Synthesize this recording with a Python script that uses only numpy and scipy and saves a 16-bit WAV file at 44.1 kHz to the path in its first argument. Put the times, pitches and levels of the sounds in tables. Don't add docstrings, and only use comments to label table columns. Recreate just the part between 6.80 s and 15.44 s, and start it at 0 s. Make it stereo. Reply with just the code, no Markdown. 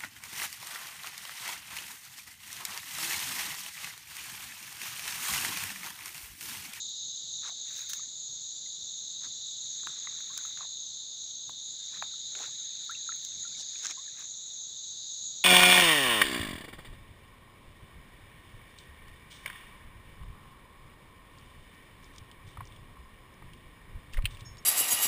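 import sys
import numpy as np
from scipy import signal
from scipy.fft import rfft, irfft, next_fast_len
from scipy.io import wavfile
from scipy.ndimage import uniform_filter1d, map_coordinates

SR = 44100
rng = np.random.default_rng(int(sys.argv[2]) if len(sys.argv) > 2 else 0)


def digitize_waveform(pressure):
    field = np.atleast_2d(pressure).T
    bounded = np.clip(field, -1, 1)
    quanta = np.round(bounded * 32767).astype(np.int16)
    wavfile.write(sys.argv[1], SR, quanta)


N = 381024

# time_s, level_db, skirt_level_db
LOW_SWELL = [(0.0, -42.5, -50.5), (0.89, -43.5, -53), (1.28, -47, -54), (2.76, -43, -53), (4.76, -45, -55),
             (5.29, -42.5, -52.5), (6.45, -44.5, -55), (6.86, -45, -49.5), (7.43, -48, -59.5),
             (7.92, -46.5, -57), (8.2, -46, -51.5), (8.64, -46, -54.5)]
# time_s, level_db
HIGH_SWELL = [(0, -41.5), (1.3, -43.5), (1.8, -41.5), (3.3, -41.5), (4.3, -45.5), (5.1, -43.5), (6.9, -43),
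              (7.3, -44.5), (8.64, -42.5)]
# frequency_hz, density_db
LOW_SPECTRUM = [(2500, -46.5), (2900, -26), (3200, -19), (3450, -5.5), (3680, 3), (3930, 1.5), (4150, -3),
                (4500, -23), (5200, -36), (6500, -76)]
SKIRT_SPECTRUM = [(3600, -49.5), (4300, 8.5), (4600, 3.5), (5100, 1.5), (5500, -6.5), (6000, -8.5),
                  (6800, -45)]
HIGH_SPECTRUM = [(5200, -61), (5600, -16), (5820, -15), (6050, -11.5), (6200, -10.5), (6370, 0.5),
                 (6620, 0), (6950, -2.5), (7400, -11), (8000, -26.5), (8600, -50.5), (9500, -85)]
OVERTONE_SPECTRUM = [(12500, -42), (13800, -23), (14600, -1), (15300, -3), (15800, -5.5)]
# pitch_hz, wing_strokes_per_s, chirps_per_s, level_db
CRICKET_VOICES = [(3915, 41.7, 0.37, -61), (6380, 49.6, 2, -55), (6660, 81, 3.7, -50.5),
                  (5795, 59, 2.6, -64.5)]
# start_s, level_db, pitch_hz, t60_s, glide_octaves_per_s
PLINKS_AND_KNOCKS = [(.642, -46, 1300, .069, 2), (0.669, -41, 1260, 0.035, 2), (.718, -52, 720, 0.055, -4),
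                     (1.194, -40, 1160, 0.027, 16), (1.86, -50, 2070, .05, -5),
                     (3.035, -34.5, 1360, 0.0058, 4), (3.0712, -17, 1380, 0.0064, -2),
                     (3.2715, -25.5, 2040, 0.014, -6), (3.272, -30, 1180, 0.015, -3),
                     (3.5, -48, 1053, 0.14, 6.5), (3.587, -36, 1470, .025, 4), (3.65, -36.5, 1290, .028, 5),
                     (3.807, -29.5, 1120, 0.021, 5), (4.694, -28.5, 1040, 0.0079, -6),
                     (5.224, -10, 1080, .0029, 3), (5.337, -46, 1330, .03, 3),
                     (5.602, -33.5, 775, 0.02, 16), (6.094, -29.5, 1277, 0.082, 18),
                     (6.149, -32.5, 2670, .03, 6), (6.2899, -26.5, 1383, .037, -7.5),
                     (6.322, -27, 1840, 0.0071, 2), (6.65, -41, 1425, .064, -3.5),
                     (6.749, -44.5, 2230, .05, 3), (6.955, -36, 2390, .02, 13),
                     (7.053, -29.5, 1600, 0.033, -7), (7.1734, -44, 1020, 0.12, 5),
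                     (7.277, -44, 1780, 0.043, -10)]
# start_s, crack_db, rasp_db, knock_db, t60_s
SNAP_EVENTS = [(0.09, -43.5, -63, -69, 0.0079), (1.092, -36.5, -32, -54, 0.01),
               (1.097, -39, -35, -49.5, 0.074), (1.1335, -30, -22, -36, 0.016),
               (2.442, -64, -41, -51, .0087), (3.0704, -43, -50, -31, 0.0078),
               (3.405, -48, -46, -42, 0.008), (3.5763, -34.5, -25, -38, 0.013),
               (3.656, -46, -53, -41.5, .008), (3.773, -72, -48, -45, .03), (4.696, -47, -53, -37, .0066),
               (5.175, -68, -60, -40, 0.0069), (5.225, -42.5, -54, -31, 0.0055),
               (5.551, -72, -47, -39, 0.028), (5.587, -50.5, -48, -47, 0.011),
               (6.049, -49, -60, -65, .0062), (6.111, -40.5, -50, -50, 0.0096),
               (6.36, -39.5, -60, -70, 0.0055), (6.4492, -44, -27, -63, 0.013),
               (7.393, -42, -50, -51, .0051)]
# peak_s, half_width_s, slosh_db, bubble_hz, scrape_db, hiss_db
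LEAF_STROKES = [(0.667, 0.026, -50, 1420, -44, -72), (0.692, 0.0063, -54, 950, -50, -64.5),
                (.9, 0.026, -59.5, 2100, -60, -67), (0.989, 0.041, -55, 1970, -46, -53.5),
                (1.135, 0.028, -61, 1730, -69, -52), (2.448, 0.018, -55, 1580, -47, -81),
                (3.12, 0.087, -61.5, 1590, -52.5, -86), (3.31, 0.088, -61.5, 1800, -65, -83.5),
                (3.6, 0.1, -59.5, 1620, -62, -65), (3.815, 0.024, -52.5, 1170, -74, -89),
                (5.159, 0.028, -55, 1860, -53, -82), (5.598, 0.039, -55.5, 547, -62, -75),
                (5.635, 0.036, -50, 1480, -48, -66), (6.439, 0.031, -84, 2000, -64, -63.5),
                (6.802, 0.016, -63, 910, -38.5, -67), (7.002, 0.07, -61.5, 2320, -50, -70),
                (7.057, 0.018, -45, 2060, -38.5, -57), (7.108, 0.01, -43, 1960, -38.5, -64),
                (7.41, 0.036, -56, 1760, -52, -72)]
# frequency_hz, density_db
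STEM_SPECTRUM = [(500, -44), (2000, -45), (3200, -3), (4400, -7), (5300, 0), (6600, 8), (8000, -9),
                 (10000, -26), (15000, -49)]
BLADE_SPECTRUM = [(3000, -31), (7000, 3.5), (9500, 3.5), (12500, -4.5), (15000, 7.5), (16000, 3.5)]
WOOD_SPECTRUM = [(200, -9), (700, -23), (1500, 5), (2700, -2), (4000, -1), (8000, -31)]
# frequency_hz, density_db
WASH_SPECTRUM = [(100, -23), (320, 2.0), (550, -1.0), (2600, 5.5), (5000, -31.0)]
# start_s, length_s, level_db
RUNOFF_SPELLS = [(.95, 0.24, -63.5), (2.42, .1, -74), (2.94, 0.028, -70), (3.3, .55, -69.5),
                 (5.047, 0.27, -69.5), (5.563, 1.21, -68.5), (6.964, 0.38, -67.5), (7.69, 0.047, -75)]
# peak_s, level_db
HAND_BUMPS = [(1.52, -65.5), (2.05, -69.5), (2.46, -62), (2.85, -68), (3.08, -63.5), (4.7, -63),
              (5.18, -64), (6.58, -64), (6.7, -63.5)]
# frequency_hz, density_db
RUMBLE_SPECTRUM = [(20, -12.5), (36, -14.5), (75, -2), (140, 0), (260, -7), (500, -14), (1500, -33)]
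AIR_SPECTRUM = [(60, -22.5), (300, -9), (600, -9.5), (1200, -13), (2600, -15.5), (8500, -23),
                (10300, -20.5), (11500, -39.5), (16000, -32)]

LOW_STROKES_PER_S = 41.7
OVERTONE_DB = -32.5
RUNOFF_RISE_DB_PER_S, RUNOFF_FALL_DB_PER_S = 71, 135
TICKS_PER_S, TICK_DB = 42, -14
RUMBLE_DB, RUMBLE_SWELL_DB, RUMBLE_LUMP_DB = -70, .5, 1.8
BUMP_WIDTH_S = 0.029
TOP_HZ = 15650


def amp(db):
    return 10 ** (np.asarray(db) / 20)


def unit(x):
    return x / np.sqrt(np.mean(x ** 2) + 1e-20)


def clock():
    return np.arange(N) / SR


def curves(rows):
    times, *columns = np.transpose(rows)
    return [np.interp(clock(), times, column) for column in columns]


def wobble(rate):
    knots = rng.standard_normal(int(N * rate / SR) + 4)
    coarse = np.arange(0, N + 32, 32)
    smooth = map_coordinates(knots, [coarse * rate / SR])
    return np.interp(np.arange(N), coarse, smooth)


def coloured(x, spectrum):
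    size = next_fast_len(N + SR // 4)
    hz, db = np.transpose(spectrum)
    log_bins = np.log(np.fft.rfftfreq(size, 1 / SR) + 1)
    gain = amp(np.interp(log_bins, np.log(hz), db))
    return unit(irfft(rfft(x, size) * gain, size)[:N])


def noise(spectrum):
    return coloured(rng.standard_normal(N), spectrum)


def crackle(spectrum, clump_db):
    clumps = amp(clump_db * wobble(450))
    return coloured(rng.standard_normal(N) * clumps, spectrum)


def thicket(x, t60, wet_db):
    t = np.arange(SR // 2) / SR
    tail = rng.standard_normal(len(t)) * amp(-60 * t / t60)
    scattered = signal.fftconvolve(x, tail / np.linalg.norm(tail))[:N]
    return x + amp(wet_db) * scattered


def trill(rate, drift):
    return np.cumsum(rate * (1 + drift * wobble(3))) / SR + rng.random()


def bubbles(size, rate, centre_hz, spread, cycles):
    draws = rng.random((int(rate * size / SR) + 1, 5))
    start = (draws[:, :1] * size).astype(int)
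    t = np.arange(SR // 50) / SR
    octaves = spread * np.sum(draws[:, 1:4] - .5, axis=1, keepdims=True)
    hz = centre_hz * 2 ** octaves
    age = hz * t / cycles
    strength = amp(19.6 * draws[:, 4:])
    envelope = np.exp(-age) * (1 - np.exp(-2 * hz * t))
    rings = strength * envelope * np.sin(2 * np.pi * hz * t * (1 + 0.018 * age))
    places = start + np.arange(len(t))
    return unit(np.bincount(places.ravel(), rings.ravel(), size)[:size])


def swarm(spectrum, patchy_db):
    z = signal.stft(rng.standard_normal(N), nperseg=512)[2]
    field = uniform_filter1d(rng.standard_normal(z.shape), size=3, axis=0)
    field = uniform_filter1d(field, size=16, axis=1)
    patchy = signal.istft(z * amp(patchy_db * unit(field)), nperseg=512)[1][:N]
    return coloured(patchy, spectrum)


def choruses():
    low_db, skirt_db = curves(LOW_SWELL)
    throb = amp(1.0 * np.sin(2 * np.pi * trill(rate=LOW_STROKES_PER_S, drift=0.019)))
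    low = amp(low_db - .5) * unit(throb * swarm(LOW_SPECTRUM, patchy_db=0.5))
    skirt = amp(skirt_db - 1.0) * swarm(SKIRT_SPECTRUM, patchy_db=1.2)
    flutter = amp(curves(HIGH_SWELL)[0] + 0.62 * wobble(40) + 0.7 * wobble(4.4))
    high = swarm(HIGH_SPECTRUM, patchy_db=2.1) + amp(OVERTONE_DB) * noise(OVERTONE_SPECTRUM)
    return low + skirt + flutter * high


def crickets():
    song = np.zeros(N)
    for hz, strokes, chirps, db in CRICKET_VOICES:
        stroke = trill(rate=strokes, drift=0.01) % 1
        syllable = np.sin(np.pi * np.minimum(stroke / 0.99, 1)) ** 2
        chirp = amp(7 * np.sin(2 * np.pi * trill(rate=chirps, drift=0.45)) + 2.25 * wobble(1.243))
        pitch = hz * (1 - .025 * (stroke - 1 / 3) + 0.00697 * wobble(150) + .005 * wobble(4))
        tone = np.sin(2 * np.pi * np.cumsum(pitch) / SR)
        song += amp(db) * unit(syllable * chirp * tone)
    return amp(-6.0) * thicket(song, t60=0.48, wet_db=7.0)


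def plinks_and_knocks():
    rings = np.zeros(N + SR)
    t = np.arange(SR // 8) / SR
    for s, db, hz, t60, glide in PLINKS_AND_KNOCKS:
        phase = 2 * np.pi * np.cumsum(hz * 2 ** (glide * t)) / SR
        attack = 1 - np.exp(-t / min(t60 / 25, .0006))
        ring = amp(db - 3.0 - 60 * t / t60) * attack * np.sin(phase)
        highpass = signal.butter(N=8, Wn=.6 * hz, btype="high", fs=SR, output="sos")
        rings[round(s * SR):][:len(t)] += signal.sosfilt(highpass, ring)
    return thicket(rings[:N], t60=0.18, wet_db=-14.5)


def snaps():
    levels = np.zeros((3, N + SR))
    t = np.arange(SR // 8) / SR
    for s, crack_db, rasp_db, knock_db, t60 in SNAP_EVENTS:
        fade = amp(-60 * t / t60) * (1 - np.exp(-t / .0002))
        levels[:, round(s * SR):][:, :len(t)] += amp([[crack_db], [rasp_db], [knock_db]]) * fade
    crack, rasp, knock = levels[:, :N]
    dry_snaps = crack * noise(BLADE_SPECTRUM) + rasp * noise(STEM_SPECTRUM) + knock * noise(WOOD_SPECTRUM)
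    return thicket(dry_snaps, t60=.18, wet_db=-15)


def leaves():
    fizz, stir, scrape, hiss = np.zeros((4, N))
    t = clock()
    for s, width, slosh_db, bubble_hz, scrape_db, hiss_db in LEAF_STROKES:
        near = np.abs(t - s) < .2
        stroke = np.exp(-.5 * ((t[near] - s) / width) ** 2)
        stirred = bubbles(size=near.sum(), rate=600, centre_hz=bubble_hz, spread=0.705, cycles=2.9)
        fizz[near] += amp(slosh_db) * stroke * stirred
        stir[near] += amp(slosh_db) * stroke
        scrape[near] += amp(scrape_db) * stroke
        hiss[near] += amp(hiss_db) * stroke
    wash = stir * crackle(WASH_SPECTRUM, clump_db=1)
    slosh = amp(-2.5) * fizz + amp(-7.5) * wash
    return slosh + scrape * crackle(STEM_SPECTRUM, clump_db=4.0) + hiss * crackle(BLADE_SPECTRUM, clump_db=4)


def runoff():
    flow, t = np.zeros(N), clock()
    for s, length, db in RUNOFF_SPELLS:
        rise_db = RUNOFF_RISE_DB_PER_S * np.maximum(s - t, 0)
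        fall_db = RUNOFF_FALL_DB_PER_S * np.maximum(t - s - length, 0)
        flow += amp(db - rise_db - fall_db)
    return flow


def trickle():
    stream = bubbles(size=N, rate=540, centre_hz=2030, spread=0.508, cycles=18.0)
    specks = bubbles(size=N, rate=TICKS_PER_S, centre_hz=1900, spread=0.88, cycles=0.84)
    return runoff() * (stream + amp(TICK_DB) * specks)


def air():
    t = clock()
    bumps = sum(amp(db) * np.exp(-.5 * ((t - s) / BUMP_WIDTH_S) ** 2) for s, db in HAND_BUMPS)
    rumble = amp(RUMBLE_DB + RUMBLE_SWELL_DB * wobble(2.26) + RUMBLE_LUMP_DB * wobble(14))
    return np.hypot(rumble, bumps) * noise(RUMBLE_SPECTRUM) + amp(-69.5) * noise(AIR_SPECTRUM)


def scene():
    mono = choruses() + crickets() + plinks_and_knocks() + snaps() + leaves() + trickle() + air()
    return np.array([mono, mono])


def record(dry):
    size = next_fast_len(N + SR // 4)
    passband = np.fft.rfftfreq(size, 1 / SR) < TOP_HZ
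    return irfft(rfft(dry, size) * passband, size)[:, :N]


dry = scene()
out = record(dry)
digitize_waveform(out)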